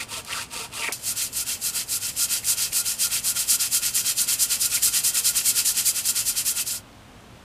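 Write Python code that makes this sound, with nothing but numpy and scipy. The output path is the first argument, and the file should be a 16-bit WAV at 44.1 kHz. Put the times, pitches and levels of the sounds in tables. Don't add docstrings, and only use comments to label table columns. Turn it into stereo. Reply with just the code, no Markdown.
import sys
import numpy as np
from scipy import signal
from scipy.fft import rfft, irfft
from scipy.io import wavfile
from scipy.ndimage import uniform_filter1d

SR = 44100
rng = np.random.default_rng(int(sys.argv[2]) if len(sys.argv) > 2 else 0)


def inscribe(sig):
    pcm = np.round(np.clip(np.atleast_2d(sig).T, -1, 1) * 32767)
    wavfile.write(sys.argv[1], SR, pcm.astype(np.int16))


N = 328094
TIME_S = np.arange(N) / SR

# (frequency [Hz], relative level [dB])
FLOOR = [(25, -17), (50, -0.5), (80, -6.5), (113, 1.5), (150, -7), (240, -4.5), (330, -11.5), (520, -11),
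         (1000, -13.5), (2000, -19.5), (3000, -19.5), (5000, -26.5), (8000, -29), (15000, -39)]
# (start time [s], relative mid-stroke level [dB])
STROKES_IN_WATER = [(-0.08, -33.5), (0.066, -33), (0.234, -31.5), (0.481, -33), (0.691, -32.5)]
# (frequency [Hz], relative level [dB])
RASP_IN_WATER = [(120, -29), (250, -12), (500, -14.5), (1100, -11.5), (1700, -11), (2600, -3.5),
                 (3800, -5.5), (6000, -7.5), (8500, 0), (11000, -6), (15000, -16)]
RASP_IN_AIR = [(200, -28), (600, -26), (1100, -19.5), (1700, -14.5), (2200, -12.5), (2800, -6.5),
               (3600, -8.5), (4500, -4.5), (6000, -3), (7700, -0.5), (10000, -2.5), (12000, -4.5),
               (15000, -12)]
# (centre [Hz], width [Hz], lift [dB])
TUB_RESONANCES = [(927, 81, 16.5), (1170, 72, 14.5), (1340, 85, 13), (2480, 120, 6.5), (2770, 190, 4.5),
                  (3400, 70, 2), (4720, 160, 6)]
PART_RESONANCES = [(1427, 96, 4.9), (2557, 25, 5.6), (3190, 50, 5.2), (4070, 180, 5.5), (4666, 70, 4.8),
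                   (4904, 380, 4.3), (5395, 76, 4), (5910, 97, 3.6), (7150, 74, 5.7), (7230, 70, 1.46),
                   (8270, 177, 1.87), (9550, 150, 3.1)]
# (time [s], length [s], relative rms level [dB], first pitch [Hz], last pitch [Hz])
GURGLES = [(0, 0.0174, -31, 2300, 2300), (0.287, 0.048, -40, 1500, 2380), (0.325, 0.012, -27.5, 2900, 2370),
           (0.342, 0.039, -37.5, 1890, 1090), (0.368, 0.041, -36, 1100, 2000),
           (0.811, 0.055, -30.5, 2750, 2000), (0.85, 0.039, -32, 2300, 2400),
           (0.876, 0.014, -25.5, 2540, 1860), (0.913, 0.0097, -35.5, 2350, 2300),
           (2.427, 0.017, -43, 2280, 2080), (2.719, 0.0156, -40, 2210, 2320),
           (4.764, 0.02, -33.5, 2250, 2130)]
# (time [s], relative peak level [dB])
SNAPS = [(0.2484, -14), (1.3294, -14.5), (2.729, -5), (2.9017, -12), (3.2455, -13.5), (3.3646, -18),
         (4.8229, -8), (5.6531, -10), (6.054, -9)]
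# (start time [s], relative push level [dB], relative pull level [dB])
SCRUBS = [(0.991, -24, -24.5), (1.306, -24, -26), (1.589, -23.5, -24.1), (1.857, -23.5, -27),
          (2.138, -20, -23), (2.416, -19.7, -22), (2.702, -19.5, -24), (2.967, -19, -22),
          (3.219, -21, -22.8), (3.462, -17.5, -21.5), (3.695, -19.5, -21), (3.921, -20, -20.5),
          (4.147, -20.4, -20.2), (4.374, -19.5, -21), (4.584, -19, -21.3), (4.803, -17.5, -19.5),
          (5.024, -18.5, -20.2), (5.225, -18, -21.5), (5.434, -17.6, -19), (5.638, -19.0, -20.5),
          (5.839, -18.5, -23.3), (6.031, -20, -21.5), (6.246, -21.5, -22.5), (6.439, -21, -22.5)]
# top, place of top speed [0-1]
# turn_db, rustle at stroke start against the stroke [dB]; body_db, sheen_db, lows and highs against the middle [dB]
PUSH = dict(turn_db=(-25, -15), top=(0.66, 0.43), firmness=(0.87, 1.21), dwell=(1, 1.24),
        body_db=(-14.5, -16), sheen_db=(7, 7))
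PULL = dict(turn_db=(-19, -14.5), top=(0.4, .51), firmness=(0.76, .3), dwell=(1.05, 1),
        body_db=(-10.5, -11.5), sheen_db=(4.5, 6.5))
LAST_PUSH = dict(start_s=6.648, stop_s=6.82, level_db=-26, top=0.34, ease_off_s=.06)
# (frequency [Hz], relative level [dB], ring time [s])
RING = [(1415, 1, .06), (2545, -3.5, .055), (3200, -3, .055)]
# (time [s], peak level [dB], pitch [Hz], ring time [s])
DRIPS = [(6.929, -44, 4400, .012), (7.208, -40, 9000, .0015)]

LIFT_S = 0.93
SLOW_STROKES_PER_S, FAST_STROKES_PER_S = 6.2, 10.48
PUSH_SHARE = 0.5
FLIP_DELAY_S, FLIP_DB = 0.029, -19.5
BAND_EDGE_HZ = 15080


def amp(db):
    return 10 ** (np.asarray(db) / 20)


def evened(x):
    return x / np.sqrt(np.mean(x ** 2) + 1e-20)


def add(mix, start_s, sound):
    part = mix[max(round(start_s * SR), 0):][:len(sound)]
    part += sound[:len(part)]


def band(x, low_hz, high_hz, order=12):
    hz = np.fft.rfftfreq(N, 1 / SR) + 1
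    high_pass = 1 + (low_hz / hz) ** order
    low_pass = 1 + (hz / high_hz) ** order
    return irfft(rfft(x) / high_pass / low_pass, N)


def colour(x, spectrum, resonances=(), size=8192):
    hz = np.fft.rfftfreq(size, 1 / SR)
    spectrum_hz, spectrum_db = np.transpose(spectrum)
    db = np.interp(np.log(hz + 1), np.log(spectrum_hz), spectrum_db)
    for centre_hz, width_hz, lift_db in resonances:
        db = db + lift_db / (1 + (2 * (hz - centre_hz) / width_hz) ** 2)
    log_gain = np.log(amp(np.r_[db, db[-2:0:-1]]))
    causal_spectrum = np.exp(np.conj(signal.hilbert(log_gain)))
    response = np.fft.ifft(causal_spectrum).real[:size // 2]
    return evened(signal.oaconvolve(x, response)[:N])


def background():
    return amp(-47) * colour(rng.standard_normal(N), FLOOR)


def flicks(per_s, spread_db):
    boost_db = spread_db * np.minimum(rng.exponential(1, N), 4)
    size = rng.standard_normal(N) * amp(boost_db)
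    return size * (rng.random(N) < per_s / SR)


def uneven(depth_db, rate_hz):
    return amp(depth_db * evened(band(rng.standard_normal(N), 9.7, rate_hz, order=4)))


def brush_motion(turns_s, shape, ease_off_s):
    done = np.interp(TIME_S, turns_s, np.arange(len(turns_s)))
    k = np.minimum(done.astype(int), len(turns_s) - 2)
    level_db = shape["level_db"]
    firmness = shape["firmness"][k] + .01
    warp = np.log(.5) / np.log(shape["top"][k])
    speed = np.sin(np.pi * (done - k) ** warp) ** 2
    grip = np.tanh(firmness * speed ** shape["dwell"][k]) / np.tanh(firmness)
    rustle_db = np.interp(TIME_S, turns_s[:-1], level_db + shape["turn_db"])
    loudness = amp(level_db[k]) * grip + amp(rustle_db) * (1 - speed)
    touch_down = uniform_filter1d(1. * (TIME_S >= turns_s[0]), size=400)
    ease_off = np.sqrt(np.clip((turns_s[-1] - TIME_S) / ease_off_s, 0, 1))
    loudness = np.abs(loudness * touch_down * ease_off)
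    full, body, sheen = (uniform_filter1d(amp(shape[name][k]), size=600)
                         for name in ("level_db", "body_db", "sheen_db"))
    return loudness, full, body, sheen, done


def rasp(grain, motion, body_power, body_db, treble_db, tint_db=.5):
    loudness, full, body, sheen, done = motion
    parts = band(grain, 20, 3500), band(grain, 3500, 6500), band(grain, 6500, 20000)
    stroke_tints = amp(tint_db * rng.standard_normal((int(done[-1]) + 1, len(parts))))
    tints = stroke_tints[done.astype(int)].T
    low, middle, high = (evened(part * tint * uneven(depth_db=1.12, rate_hz=32))
                         for part, tint in zip(parts, tints))
    treble = (middle + sheen * high) / np.sqrt(1 + sheen ** 2)
    body_loudness = full * (loudness / full) ** body_power
    return amp(treble_db) * loudness * treble + amp(body_db) * body * body_loudness * low


def bubbles(per_s, low_hz, high_hz, cycles, level_db, count=24):
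    t, out = TIME_S[:SR // 20], np.zeros(N)
    pops = rng.uniform(-0.975, 1, N) * (rng.random(N) < per_s / SR)
    kind = rng.integers(0, count, N)
    for k, hz in enumerate(np.geomspace(low_hz, high_hz, count)):
        ping = np.sqrt(hz) * np.exp(-hz * t / cycles) * np.sin(2 * np.pi * hz * t)
        out += signal.oaconvolve(pops * (kind == k), ping)[:N]
    return amp(level_db) * evened(out)


def strokes_in_water():
    starts_s, level_db = np.transpose(STROKES_IN_WATER)
    common = dict(turn_db=-22.5, top=.53, firmness=1.95, dwell=1.12, body_db=-3.0, sheen_db=0.9)
    shape = {name: np.full(len(starts_s), value) for name, value in common.items()}
    shape["level_db"] = level_db
    return np.r_[starts_s, LIFT_S], shape


def scrub_in_water():
    grain = colour(flicks(per_s=7800, spread_db=0.8), RASP_IN_WATER, TUB_RESONANCES)
    motion = brush_motion(*strokes_in_water(), ease_off_s=0.011)
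    loudness = motion[0]
    churn = loudness * bubbles(per_s=160, low_hz=450, high_hz=3800, cycles=13, level_db=-12)
    return churn + rasp(grain, motion, body_power=1.0, body_db=-0.7, treble_db=-2.0)


def resonate(x, hz, width_hz):
    turn = np.exp(2j * np.pi * np.cumsum(hz) / SR)
    r = np.exp(-np.pi * width_hz / SR)
    smooth = signal.lfilter([(1 - r) ** 2], [1, -2 * r, r * r], x / turn)
    return (turn * smooth).real


def gurgles(relative_width, level_db):
    out = np.zeros(N)
    for start_s, length_s, db, first_hz, last_hz in GURGLES:
        hz = np.geomspace(first_hz, last_hz, round(length_s * SR))
        ring = resonate(rng.standard_normal(len(hz)), hz, relative_width * hz.mean())
        faded = ring * signal.windows.tukey(len(hz), .5)
        add(out, start_s, amp(db + level_db) * evened(faded))
    return out


def strokes_in_air():
    scrubs = np.array(SCRUBS)
    push_s = np.r_[scrubs[:, 0], LAST_PUSH["start_s"]]
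    pull_s = push_s[:-1] + PUSH_SHARE * np.diff(push_s)
    turns_s = np.sort(np.r_[push_s, pull_s, LAST_PUSH["stop_s"]])
    strokes_per_s = 1 / np.diff(turns_s)
    pulling = np.arange(len(turns_s) - 1) % 2

    def at_pace(pair):
        return np.interp(strokes_per_s, [SLOW_STROKES_PER_S, FAST_STROKES_PER_S], pair)

    shape = {name: np.where(pulling, at_pace(PULL[name]), at_pace(PUSH[name])) for name in PUSH}
    shape["level_db"] = np.r_[scrubs[:, 1:].ravel(), LAST_PUSH["level_db"]]
    shape["top"][-1] = LAST_PUSH["top"]
    return turns_s, shape


def bristle_bursts(slap_s, slap_db, slap_t60_s, snap_db, snap_t60_s, flip_t60_s):
    out, t = np.zeros(N), TIME_S[:SR // 4]
    for start_s, db in SNAPS:
        add(out, start_s, amp(db + snap_db - 60 * t / snap_t60_s))
    add(out, slap_s, amp(slap_db - 60 * t / slap_t60_s))
    turns_s, shape = strokes_in_air()
    for turn_s, db in zip(turns_s[1:], shape["level_db"][1:]):
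        add(out, turn_s + FLIP_DELAY_S, amp(db + FLIP_DB - 60 * t / flip_t60_s))
    return out


def plop(start_s, level_db, t60_s, low_hz, high_hz):
    age_s = TIME_S - start_s
    splash = evened(band(rng.standard_normal(N), low_hz, high_hz, order=4))
    return (age_s > 0) * amp(level_db - 60 * np.abs(age_s) / t60_s) * splash


def part_ring(motion, level_db, reach, per_s, spread_db):
    loudness, _, _, _, done = motion
    place = (1 - np.cos(np.pi * done)) / 2
    catch = amp(spread_db * rng.random(int(done[-1]) + 1))[done.astype(int)]
    drive = catch * loudness ** .7 * place ** reach * flicks(per_s, spread_db=0.0)
    t = TIME_S[:SR // 2]
    modes = sum(amp(db - 60 * t / t60_s) * np.sin(2 * np.pi * hz * t) for hz, db, t60_s in RING)
    return amp(level_db) * evened(signal.oaconvolve(drive, modes)[:N])


def scrub_in_air():
    grain = colour(flicks(per_s=26000, spread_db=0.82), RASP_IN_AIR, PART_RESONANCES)
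    motion = brush_motion(*strokes_in_air(), ease_off_s=LAST_PUSH["ease_off_s"])
    loudness = motion[0]
    bursts = bristle_bursts(slap_s=.9228, slap_db=-23.5, slap_t60_s=0.17,
                            snap_db=-20, snap_t60_s=0.028, flip_t60_s=0.055)
    squelch = loudness * bubbles(per_s=40, low_hz=1690, high_hz=2986, cycles=26, level_db=-27.5)
    ring = part_ring(motion, level_db=-50.5, reach=1.1, per_s=900, spread_db=4)
    strokes = rasp(grain, motion, body_power=0.68, body_db=-2.3, treble_db=-0.43)
    return bursts * grain + squelch + ring + strokes


def drips():
    out, t = np.zeros(N), TIME_S[:SR // 4]
    for start_s, db, hz, t60_s in DRIPS:
        add(out, start_s, amp(db - 60 * t / t60_s) * np.sin(2 * np.pi * hz * t))
    return out


def reflections(x, t60_s, level_db):
    t = TIME_S[:SR // 4]
    signs = rng.choice([-1., 1.], len(t))
    sparse = rng.random(len(t)) < 4000 / SR
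    taps = signs * sparse * (t > .001) * amp(-60 * t / t60_s)
    wet = amp(level_db)
    echoes = signal.oaconvolve(x, taps / np.linalg.norm(taps))[:N]
    return (x + wet * echoes) / np.sqrt(1 + wet ** 2)


def scene():
    brush = scrub_in_water() + scrub_in_air()
    water = gurgles(relative_width=0.26, level_db=-0.5) + drips()
    water += plop(start_s=.887, level_db=-28, t60_s=0.095, low_hz=220, high_hz=1310)
    mono = reflections(brush + water, t60_s=0.12, level_db=-12) + background()
    return np.array([mono, mono])


def record(dry):
    low_pass = signal.firwin(1023, BAND_EDGE_HZ, window=("kaiser", 9), fs=SR)
    return signal.oaconvolve(dry, low_pass[None], "same")


dry = scene()
out = record(dry)
inscribe(out)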